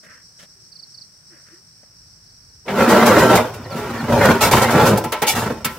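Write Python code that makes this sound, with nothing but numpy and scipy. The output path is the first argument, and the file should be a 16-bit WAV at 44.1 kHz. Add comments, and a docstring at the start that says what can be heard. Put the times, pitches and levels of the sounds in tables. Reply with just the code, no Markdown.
"""On a breezy field, a steel wheelbarrow is pushed far off among cicadas, a cricket and a small bird.
Then, close by, it is tipped: stone slabs judder down the booming tray, skid grittily over one another
and knock as they settle on the dirt. Random jolts and grains shake the resonances of stone and steel;
filtered noise makes cicadas, air and leaves; sliding sines make the bird, creaks and squeals."""
import sys
import numpy as np
from scipy import signal
from scipy.fft import rfft, irfft
from scipy.io import wavfile
from scipy.ndimage import uniform_filter1d

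SR = 44100
rng = np.random.default_rng(int(sys.argv[2]) if len(sys.argv) > 2 else 0)


def inscribe(sig):
    """Save sig as 16-bit PCM at rate SR to the path in sys.argv[1].

    A 1-D sig is mono; a 2-D sig holds one channel per row.
    Samples are clipped to [-1, 1] before scaling.
    """
    pcm = np.round(np.clip(np.atleast_2d(sig).T, -1, 1) * 32767)
    wavfile.write(sys.argv[1], SR, pcm.astype(np.int16))


N = 254898

# resonances of the steel tray under grinding: pitch_hz, width_hz, relative level_db
TRAY_MODES = [(153.4, 36, -2), (202.3, 15.7, 0.5), (233.9, 9.5, 3.5), (319.3, 24, -5.5), (370, 18, -5.5),
              (388.3, 7.1, 1), (421.8, 15, -5), (517.5, 31, 0.5), (540.5, 6.9, -7.5), (605.3, 17, -1),
              (856, 79, -2), (882.5, 4.1, 7.5), (932.7, 8.8, 3.5), (1120, 5.4, -13), (1341, 6.3, 3),
              (1462, 47, -10), (1560, 7, -3), (1870, 13, -9), (1884, 71, -10), (2090, 27, -11),
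              (2250, 29, -17)]
# tray and frame flexing as a whole: pitch_hz, width_hz, relative level_db
FRAME_MODES = [(54, 9.1, -9), (81, 10, -0.5), (92.4, 17, 1), (120, 15, 5)]
# a slab's own ring: pitch_hz, width_hz, relative level_db
SLAB_MODES = [(455, 73, -4), (503, 8.5, -7), (868, 20, 1), (1015, 5.5, 10), (1314, 18, 8.5),
              (1650, 7.7, -25), (2225, 74, -2), (2420, 60, -13), (2720, 14, -7), (3350, 24, -8),
              (3560, 13, -8), (4400, 14, -7), (4920, 23, -6.5)]
# tone colour of rubbed slabs: frequency_hz, relative level_db (per Hz)
SLAB_SPECTRUM = [(90, -8.5), (180, -10.5), (450, 8), (760, 9), (950, 9), (1400, 1), (1750, -2.5),
                 (2100, -34), (2800, -31.5), (5000, -17.5), (15000, -38)]


def from_db(db):
    """Turn decibels into a gain."""
    return np.exp(np.asarray(db) * (np.log(10) / 20))


def rms_one(x):
    """Scale a sound to an average power of one."""
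    return x / np.sqrt(np.mean(x ** 2) + 1e-20)


def seconds():
    """The time of every sample."""
    return np.arange(N) / SR


def gains(rows):
    """Turn each dB column of a curve over time into a gain for every sample."""
    s, *columns = np.transpose(rows)
    return [from_db(np.interp(seconds(), s, column)) for column in columns]


def colour(x, spectrum):
    """Filter with the given spectrum, responding as promptly as possible (minimum phase)."""
    size = 8192
    hz, db = np.transpose(spectrum)
    grid_hz = np.maximum(np.arange(size // 2 + 1) * SR / size, 1)
    grid_db = np.interp(np.log(grid_hz), np.log(hz), db)
    # folding the cepstrum forward makes the filter answer only after its input
    cepstrum = irfft(np.log(from_db(grid_db)))
    cepstrum[1:size // 2] *= 2
    cepstrum[size // 2 + 1:] = 0
    response = irfft(np.exp(rfft(cepstrum)))
    response = response.reshape((1,) * (x.ndim - 1) + (-1,))
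    return signal.fftconvolve(x, response, axes=-1)[..., :N]


def band(x, low_hz, high_hz):
    """Gently keep the frequencies between two limits."""
    limits_hz = [low_hz, min(high_hz, SR / 2 - 500)]
    return signal.sosfilt(signal.butter(2, limits_hz, "band", fs=SR, output="sos"), x)


def noise(channels=1):
    """White noise, unrelated in each channel."""
    return rng.standard_normal((channels, N))


def drift(per_s):
    """A random wander around zero, with per_s new random values a second joined by lines."""
    knots = rng.standard_normal(N // 8)
    return np.interp(seconds() * per_s, np.arange(len(knots)), knots)


def slips(per_s, spread_db, channels=1):
    """Random catches and releases of rough stone, as clicks of uneven size and either sign."""
    sizes = from_db(spread_db * np.minimum(rng.exponential(1, (channels, N)), 4))
    chance = rng.uniform(-1, 1, (channels, N))
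    happens = np.abs(chance) < per_s / SR
    return rms_one(sizes * np.sign(chance) * happens)


def resonate(x, modes, wander_db=0):
    """Ring side-by-side resonances; as the contact point moves, each is driven now more, now less."""
    out = 0
    for k, (hz, width_hz, db) in enumerate(modes):
        r = np.exp(-np.pi * width_hz / SR)   # a wider resonance dies sooner
        poles = [1, -2 * r * np.cos(2 * np.pi * hz / SR), r * r]
        drive = x * from_db(wander_db * drift(24)) if wander_db else x
        ring = signal.lfilter([1, 0, -1], poles, drive + 1e-18)
        out = out + (-1) ** k * from_db(db) * (1 - r * r) / 2 * ring
    return out


def steady(x, size=3000):
    """Even out the slow level over size samples and keep the fast grain."""
    return x / np.sqrt(np.abs(uniform_filter1d(x ** 2, size)) + 1e-9)


def stroke(start_s, rise_s, fall_s):
    """The level of a rub, which bites quickly, peaks and runs out."""
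    t = seconds() - start_s
    return np.sqrt(np.clip(t / rise_s, 0, 1)) * np.clip(1 - (t - rise_s) / fall_s, 0, 1)


def scatter(x, t60_s, channels=1):
    """Echo off many surfaces: a dense cloud of reflections that falls 60 dB in t60_s."""
    t = np.arange(SR // 2) / SR
    cloud = rng.standard_normal((channels, len(t))) * from_db(-60 * t / t60_s)
    cloud /= np.sqrt(np.sum(cloud ** 2, axis=1, keepdims=True))
    return signal.fftconvolve(np.atleast_2d(x), cloud, axes=1)[:, :N]


def glide(start_s, length_s, first_hz, last_hz, bend):
    """A sine that swells and fades while its pitch slides; bend shapes the slide."""
    out = np.zeros(N)
    at = round(start_s * SR)
    u = np.linspace(0, 1, round(length_s * SR))
    hz = first_hz + (last_hz - first_hz) * u ** bend
    swell = np.sqrt(2) * np.sin(np.pi * u)
    out[at:at + len(u)] = swell * np.sin(2 * np.pi * np.cumsum(hz) / SR)
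    return out


def widen(mid, side):
    """Make left and right from a centre and a difference: bass is central, treble comes from all round."""
    # filter on the left-right difference: frequency_hz, level_db
    width_curve = [(60, -13), (110, -68), (200, -27), (380, -19.5), (700, -12.5), (1290, -12), (2380, -7),
                   (4400, -1.5), (8120, 1), (15000, 0.5)]
    return mid + colour(side, width_curve) * [[1], [-1]]


def between_faces(x, share, gap_s, count=4):
    """Reflections between moving slab faces: their paths change, so the colour keeps shifting."""
    out = x
    for k in range(count):
        lag = gap_s * SR * np.sqrt(np.e) ** k * (1 + .1 * np.clip(drift(11), -3, 3))   # in samples
        delayed = x[:, np.clip(np.arange(N) - lag.astype(int), 0, N - 1)]
        out = out + share * (-1) ** k * delayed
    return out


def air():
    """Filtered noise for open air, a breeze rumbling close to the ground and a thin hiss of leaves."""
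    # tone colour of the open field: frequency_hz, relative level_db
    field_spectrum = [(25, -18), (60, -6), (110, 0), (160, -1), (240, -12), (400, -16), (680, -19),
                      (1000, -24), (1700, -24), (2700, -34), (3500, -40)]
    # low rumble of the breeze: time_s, level_db
    breeze_curve = [(0, -85), (1.7, -78), (2.0, -59.5), (5.78, -45)]
    # tone colour of the leaves: frequency_hz, relative level_db (per Hz)
    leaf_spectrum = [(400, -8), (1500, 6), (3000, -4), (6000, -4), (10000, -5.5), (15000, -7.5)]
    partly_shared = noise() + 0.41 * noise(channels=2)   # left and right are alike but not equal
    field = from_db(-59.5) * rms_one(colour(band(partly_shared, 28, 5500), field_spectrum))
    breeze = gains(breeze_curve)[0] * rms_one(band(noise(), 51, 115))
    leaves = from_db(-61.5) * rms_one(colour(noise(channels=2), leaf_spectrum))
    return field + breeze + leaves


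def throbbing():
    """Gain of the cicada chorus, which throbs quickly in step and surges every few throbs."""
    throb_s, throbs_per_surge, surge_at_s = .1295, 4, .39
    turn = 2 * np.pi * (seconds() - surge_at_s) / throb_s
    swing_db = 1.4 * np.cos(turn) + 1.3 * np.cos(turn / throbs_per_surge)
    depth = np.where(seconds() < 1.7, 1, 0.071)   # from 1.7 s the chorus is more even
    return from_db(-49.5 + swing_db * depth)


def insects():
    """A cicada chorus of flickering noise shimmers all round; a pulsed high tone is one cricket's trill."""
    # tone colour of the cicadas: frequency_hz, relative level_db
    cicada_spectrum = [(3500, -33), (4200, -11), (5000, -4), (5450, 4), (5850, -0.5), (6200, -12),
                       (6800, -26), (7800, -10.5), (8500, -16), (8900, -20.5)]
    # the cricket before it is placed left of centre: time_s, level_db
    cricket_curve = [(0, -65), (1.78, -63.5), (1.88, -70), (5.78, -62)]
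    chorus = rms_one(colour(band(noise(channels=2), 3500, 9500), cicada_spectrum))
    chorus = chorus * from_db(1.1 * drift(180) + 1.1 * drift(20))
    wingbeat = (.5 + .5 * np.cos(2 * np.pi * 40 * seconds())) ** 0.99   # 40 pulses a second
    tone_hz = 8530 + 35 * drift(200)
    tone = np.sin(2 * np.pi * np.cumsum(tone_hz) / SR)
    trill = gains(cricket_curve)[0] * rms_one(wingbeat * tone) * from_db([[-1.0], [-5.0]])
    return throbbing() * chorus + trill


def far_barrow():
    """Wheel and boots thump on the path, dry dirt crunches, the load rattles, the wheel creaks."""
    # bumps along the path: start_s, length_s, thump_db, crunch_db, rattle_db
    bump_table = [(0.029, 0.054, -49, -46.5, -51.5), (0.056, 0.19, -54, -45.5, -67),
                  (.385, 0.056, -51.5, -49.5, -47.5), (0.422, 0.043, -48.5, -49, -47.5),
                  (0.807, 0.046, -63, -79, -76), (1.299, .16, -55.5, -52.5, -63),
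                  (1.446, .17, -60, -53.5, -61), (1.828, 0.021, -51.5, -58, -71)]
    # faint creaks of the wheel: start_s, length_s, first_hz, last_hz, level_db (before it flickers)
    creak_table = [(0.542, 0.14, 390, 346, -68), (1.292, 0.069, 395, 296, -56),
                   (1.49, 0.12, 282, 407, -60.5)]
    # tone colours of thump, crunch and rattle: frequency_hz, relative level_db
    thump_spectrum = [(60, 4), (160, 21), (370, 10), (600, 22), (1200, 2), (4000, -50)]
    crunch_spectrum = [(300, -25), (600, -8), (950, -14), (1400, -3), (1850, 1), (2200, -9), (2600, -14),
                       (5000, -28), (12000, -45)]
    rattle_spectrum = [(1000, -21), (3000, 22), (8000, 14), (15000, 0)]
    rise_share = 0.28   # of a bump's length
    # one set of grains common to both ears, one different in each
    grains = slips(per_s=2500, spread_db=4) + slips(per_s=2500, spread_db=4, channels=2)
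    bumps = [(stroke(s, length_s * rise_share, length_s * (1 - rise_share)), levels_db)
             for s, length_s, *levels_db in bump_table]
    creaks = sum(from_db(db) * glide(s, length_s, first_hz, last_hz, bend=0.91)
                 for s, length_s, first_hz, last_hz, db in creak_table)
    out = creaks * from_db(6.3 * drift(52.0))
    for k, spectrum in enumerate([thump_spectrum, crunch_spectrum, rattle_spectrum]):
        level = sum(bump * from_db(levels_db[k]) for bump, levels_db in bumps)
        out = out + rms_one(colour(grains, spectrum)) * level
    return out


def bird():
    """Runs of quick falling chirps and a few whistles from the right, with a faint echo from the trees."""
    # runs of chirps: first_chirp_middle_s, chirp_count, first_chirp_db (before placing)
    phrases = [(.727, 4, -42), (.949, 3, -41), (2.27, 2, -58), (2.424, 3, -60)]
    # longer falling whistles: start_s, length_s, level_db (before placing)
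    whistles = [(3.637, 0.026, -47.5), (3.695, 0.053, -43), (3.968, .06, -44)]
    gap_s, chirp_s, swell_db = .036, .0222, 1.2   # each chirp is a little louder than the last
    song = 0
    for s, count, db in phrases:
        for k in range(round(count)):
            start_s = s + k * gap_s - chirp_s / 2
            song = song + from_db(db + swell_db * k) * glide(start_s, chirp_s, 5080, 4000, bend=1.15)
    for s, length_s, db in whistles:
        song = song + from_db(db) * glide(s, length_s, 5800, 3780, bend=0.5)
    echo = from_db(-12) * scatter(song, t60_s=0.28, channels=2)
    return song * from_db([[-3.0], [3.0]]) + echo


def lurch(start_s, rise_s, hold_s):
    """Sliding speed: the slab gathers way, keeps it and is braked by friction."""
    t = seconds() - start_s
    stop_db_per_s = 165
    braking = from_db(-stop_db_per_s * np.maximum(t - rise_s - hold_s, 0))
    return np.clip(t / rise_s, 0, 1) * braking


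def slide_levels():
    """Each lurch drives low grinding, treble bite and the tray's boom; lurches add in power."""
    # a slab lurches, slides and stops: start_s, rise_s, hold_s, relative level_db,
    # treble bite_db and tray boom_db (both against the level)
    lurches = [(2.652, 0.057, 0.11, -22.5, -8.5, -16.5), (2.746, 0.049, 0.046, -12.5, -6, -19),
               (2.844, 0.067, 0.12, -10, -6, -21.5), (3.036, 0.051, 0.17, -10.5, -5.5, -12.5),
               (3.274, 0.029, 0.064, -10, -5.5, -11), (3.485, 0.032, 0.17, -36.5, -6.5, 1.5),
               (3.67, 0.079, 0.36, -27.5, -5, -6.5), (4.076, 0.045, 0.07, -13.5, -9, -5.5),
               (4.172, .07, 0.07, -11.5, -4.5, -11), (4.385, 0.058, .05, -19, -1, -5),
               (4.517, 0.014, 0.051, -15.5, -1, -1.5), (4.596, .03, 0.065, -18, -3, -7.5),
               (4.704, 0.063, 0.095, -11.5, -5, -9), (4.88, 0.021, 0.025, -11.5, -11.5, -4),
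               (5.305, 0.063, 0.11, -24, -3.5, -3), (5.462, 0.016, 0.014, -22, -16, -21),
               (5.56, 0.03, 0.2, -41, -6, -5.5)]
    power = 0
    for s, rise_s, hold_s, db, bite_db, boom_db in lurches:
        levels = from_db([[db], [db + bite_db], [db + boom_db]])
        power = power + (lurch(s, rise_s, hold_s) * levels) ** 2
    return np.sqrt(power)


def sliding():
    """Stick-slip jolts shake slab, tray and frame; sand is crushed under each jolt."""
    # tone colour of crushed sand: frequency_hz, relative level_db (per Hz)
    grit_spectrum = [(800, -11), (2300, 12.5), (3500, 6.5), (5000, 2.5), (8000, -2.5), (11000, -6),
                     (13500, -3.5), (15500, -5.5)]
    low, high, boom = slide_levels()
    grit = from_db(-10) * high ** 0.92   # sand grows a little more slowly than the bite
    jolts = slips(per_s=300, spread_db=3.5)[0]
    force = jolts + from_db(-7) * slips(per_s=5000, spread_db=3)[0]
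    reflected = between_faces(force[None], share=0.73, gap_s=.004)[0]
    stone = steady(colour(reflected, SLAB_SPECTRUM))
    tray = steady(resonate(force, TRAY_MODES, wander_db=5.5))
    shaken = stone + tray
    grind = low * steady(band(shaken, 179, 607))
    bite = from_db(2.5) * high * steady(band(shaken, 1020, 2970))
    frame = steady(band(resonate(force, FRAME_MODES), 30, 220), size=2200)
    body = grind + bite + from_db(-1.5) * boom * frame
    # each jolt presses on the sand for about 23 ms
    pressure = rms_one(signal.lfilter([1], [1, -np.exp(-1 / (0.023 * SR))], np.abs(jolts)))
    grains = slips(per_s=4200, spread_db=0.5, channels=2) * (.5 + pressure)
    sand = grit * steady(colour(between_faces(grains, share=0.65, gap_s=.0011), grit_spectrum))
    return widen(body + sand[0], scatter(body, t60_s=0.14)[0] + sand[1])


def knocking():
    """An edge lands and crumbles for a few ms; the slab rings briefly and the tray answers."""
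    # slabs knock: time_s, then relative thud_db, clack_db, crack_db
    knocks = [(2.681, -20.5, -24.5, -56), (4.514, -13, -17, -22), (4.975, -17, -40, -24.5),
              (5.04, -20.5, -29, -30.5), (5.122, -18, -19.5, -24.5), (5.22, -13.5, -17.5, -21),
              (5.647, -30, -20.5, -18.5)]
    # frequency limits of thud, clack and crack: low_hz, high_hz
    knock_bands = [(320, 900), (900, 2800), (2800, 19000)]
    # time for thud, clack and crack to fall 60 dB: fall_s
    knock_falls = [0.12, 0.21, 0.067]
    trims_db = [-2.0, -2.0, 4.0]   # added to thud, clack and crack
    crush, blow = 0, 0
    for k, ((low_hz, high_hz), t60_s) in enumerate(zip(knock_bands, knock_falls)):
        clicks = np.zeros(N)
        for s, *levels_db in knocks:
            clicks[round((s - .001) * SR)] = from_db(levels_db[k] + trims_db[k])
        dying = signal.lfilter([1], [1, -from_db(-60 / (t60_s * SR))], clicks + 1e-18)
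        soften = np.exp(-1 / (.003 * SR))   # a 3 ms onset
        envelope = signal.lfilter([1 - soften], [1, -soften], dying)
        crush = crush + envelope * steady(band(noise(channels=2), low_hz, high_hz), size=500)
        blow = blow + band(clicks, low_hz, high_hz)
    ring = resonate(from_db(44.5) * blow + from_db(2) * crush[0], SLAB_MODES)
    # struck by a knock, the tray rings longer than under grinding
    ringing_tray = [(hz, width_hz * .4, db) for hz, width_hz, db in TRAY_MODES]
    answer = from_db(10.0) * resonate(crush[0], ringing_tray)
    echo = from_db(-10.5) * scatter(crush, t60_s=1.0, channels=2)
    return widen(crush[0] + ring + answer, crush[1]) + echo


def thumping():
    """The load lurches and thumps the tray: soft pushes wake the low modes of tray and frame."""
    # pushes: time_s, relative level_db
    push_table = [(2.805, -14), (2.913, -12), (3.754, -18.5), (4.029, -13), (4.088, -13), (4.146, -13),
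                  (4.291, -3.5), (4.75, -1.5), (4.835, -6), (4.926, -22), (5.059, -18.5), (5.223, -20.5),
                  (5.51, -22.5), (5.657, -18.5)]
    pushes = np.zeros(N)
    for s, db in push_table:
        pushes[round(s * SR)] = from_db(db)
    soft = from_db(43.5) * band(pushes, 89, 317)
    tray = resonate(soft, TRAY_MODES)
    frame = from_db(-6) * resonate(soft, FRAME_MODES)
    return tray + frame + from_db(-8) * soft


def skidding():
    """Fast skids shear sand between slabs: a bright rasp over the voice of stone, and squeals from edges and
    tray."""
    # stone skids on stone: start_s, rise_s, fall_s, hiss level_db, body_db (against the hiss)
    skids = [(2.883, 0.03, 0.035, -24.5, 5), (3.056, 0.011, 0.046, -19.5, 4.5),
             (3.18, 0.015, 0.038, -24, -12), (3.35, 0.009, 0.034, -19.5, -1), (3.535, .01, .04, -41, -4),
             (3.755, 0.018, .07, -39.5, -8), (4.253, 0.0021, 0.011, -20.5, 5), (4.407, 0.015, 0.08, -16, 1),
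             (4.511, 0.005, 0.15, -21.5, 0.5), (4.616, 0.015, 0.033, -25.5, 3.5),
             (4.704, 0.009, 0.043, -25.5, 5.5), (4.853, 0.021, 0.054, -21.5, -1),
             (5.267, 0.017, 0.068, -16, -7), (5.349, 0.0087, 0.12, -27.5, 2.5)]
    # squeals of dragged stone edges and of the steel tray: start_s, length_s, pitch_hz, level_db (before it
    # flutters)
    squeals = [(3.218, 0.022, 6985, -29.5), (3.65, 0.043, 1820, -47), (3.965, 0.066, 1795, -36.5),
               (5.271, 0.049, 2278, -21)]
    # tone colour of the hiss: frequency_hz, relative level_db (per Hz)
    hiss_spectrum = [(500, -17.5), (1700, -4), (2350, 6.5), (3000, 6.5), (4500, 4), (8000, 2),
                     (11000, -1.5), (13500, 1.5), (15500, -5.5)]
    shear = slips(per_s=4900, spread_db=-0.5, channels=2) * from_db(drift(250))
    shear = between_faces(shear, share=0.74, gap_s=.0013)
    shear = shear + from_db(5) * resonate(shear[0], SLAB_MODES) * [[1], [0]]   # the ring is central
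    hiss = rms_one(colour(shear, hiss_spectrum))
    body = rms_one(colour(shear, SLAB_SPECTRUM))
    rasps = 0
    for s, rise_s, fall_s, db, body_db in skids:
        rub = from_db(db) * stroke(s, rise_s, fall_s)
        rasps = rasps + rub * (hiss + from_db(body_db) * body)
    # the pitch of a squeal rises by 1.5 percent
    squeaks = sum(from_db(db) * glide(s, length_s, hz, hz * 1.015, bend=0.57)
                  for s, length_s, hz, db in squeals)
    return widen(*rasps) + squeaks * (1 + 0.72 * drift(300))


def scene():
    """The slabs are close and central, with a faint echo from the field."""
    slabs = sliding() + knocking() + thumping() + skidding()
    echo = from_db(-24.0) * scatter(slabs, t60_s=0.53, channels=2)
    return air() + insects() + far_barrow() + bird() + slabs + echo


def record(dry):
    """The highest peaks are rounded and the treble above 15750 Hz is cut."""
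    rounded = dry / (1 + np.abs(dry) ** 6) ** (1 / 6)
    return signal.sosfilt(signal.ellip(10, .2, 80, 15750, fs=SR, output="sos"), rounded)


dry = scene()
out = record(dry)
inscribe(out)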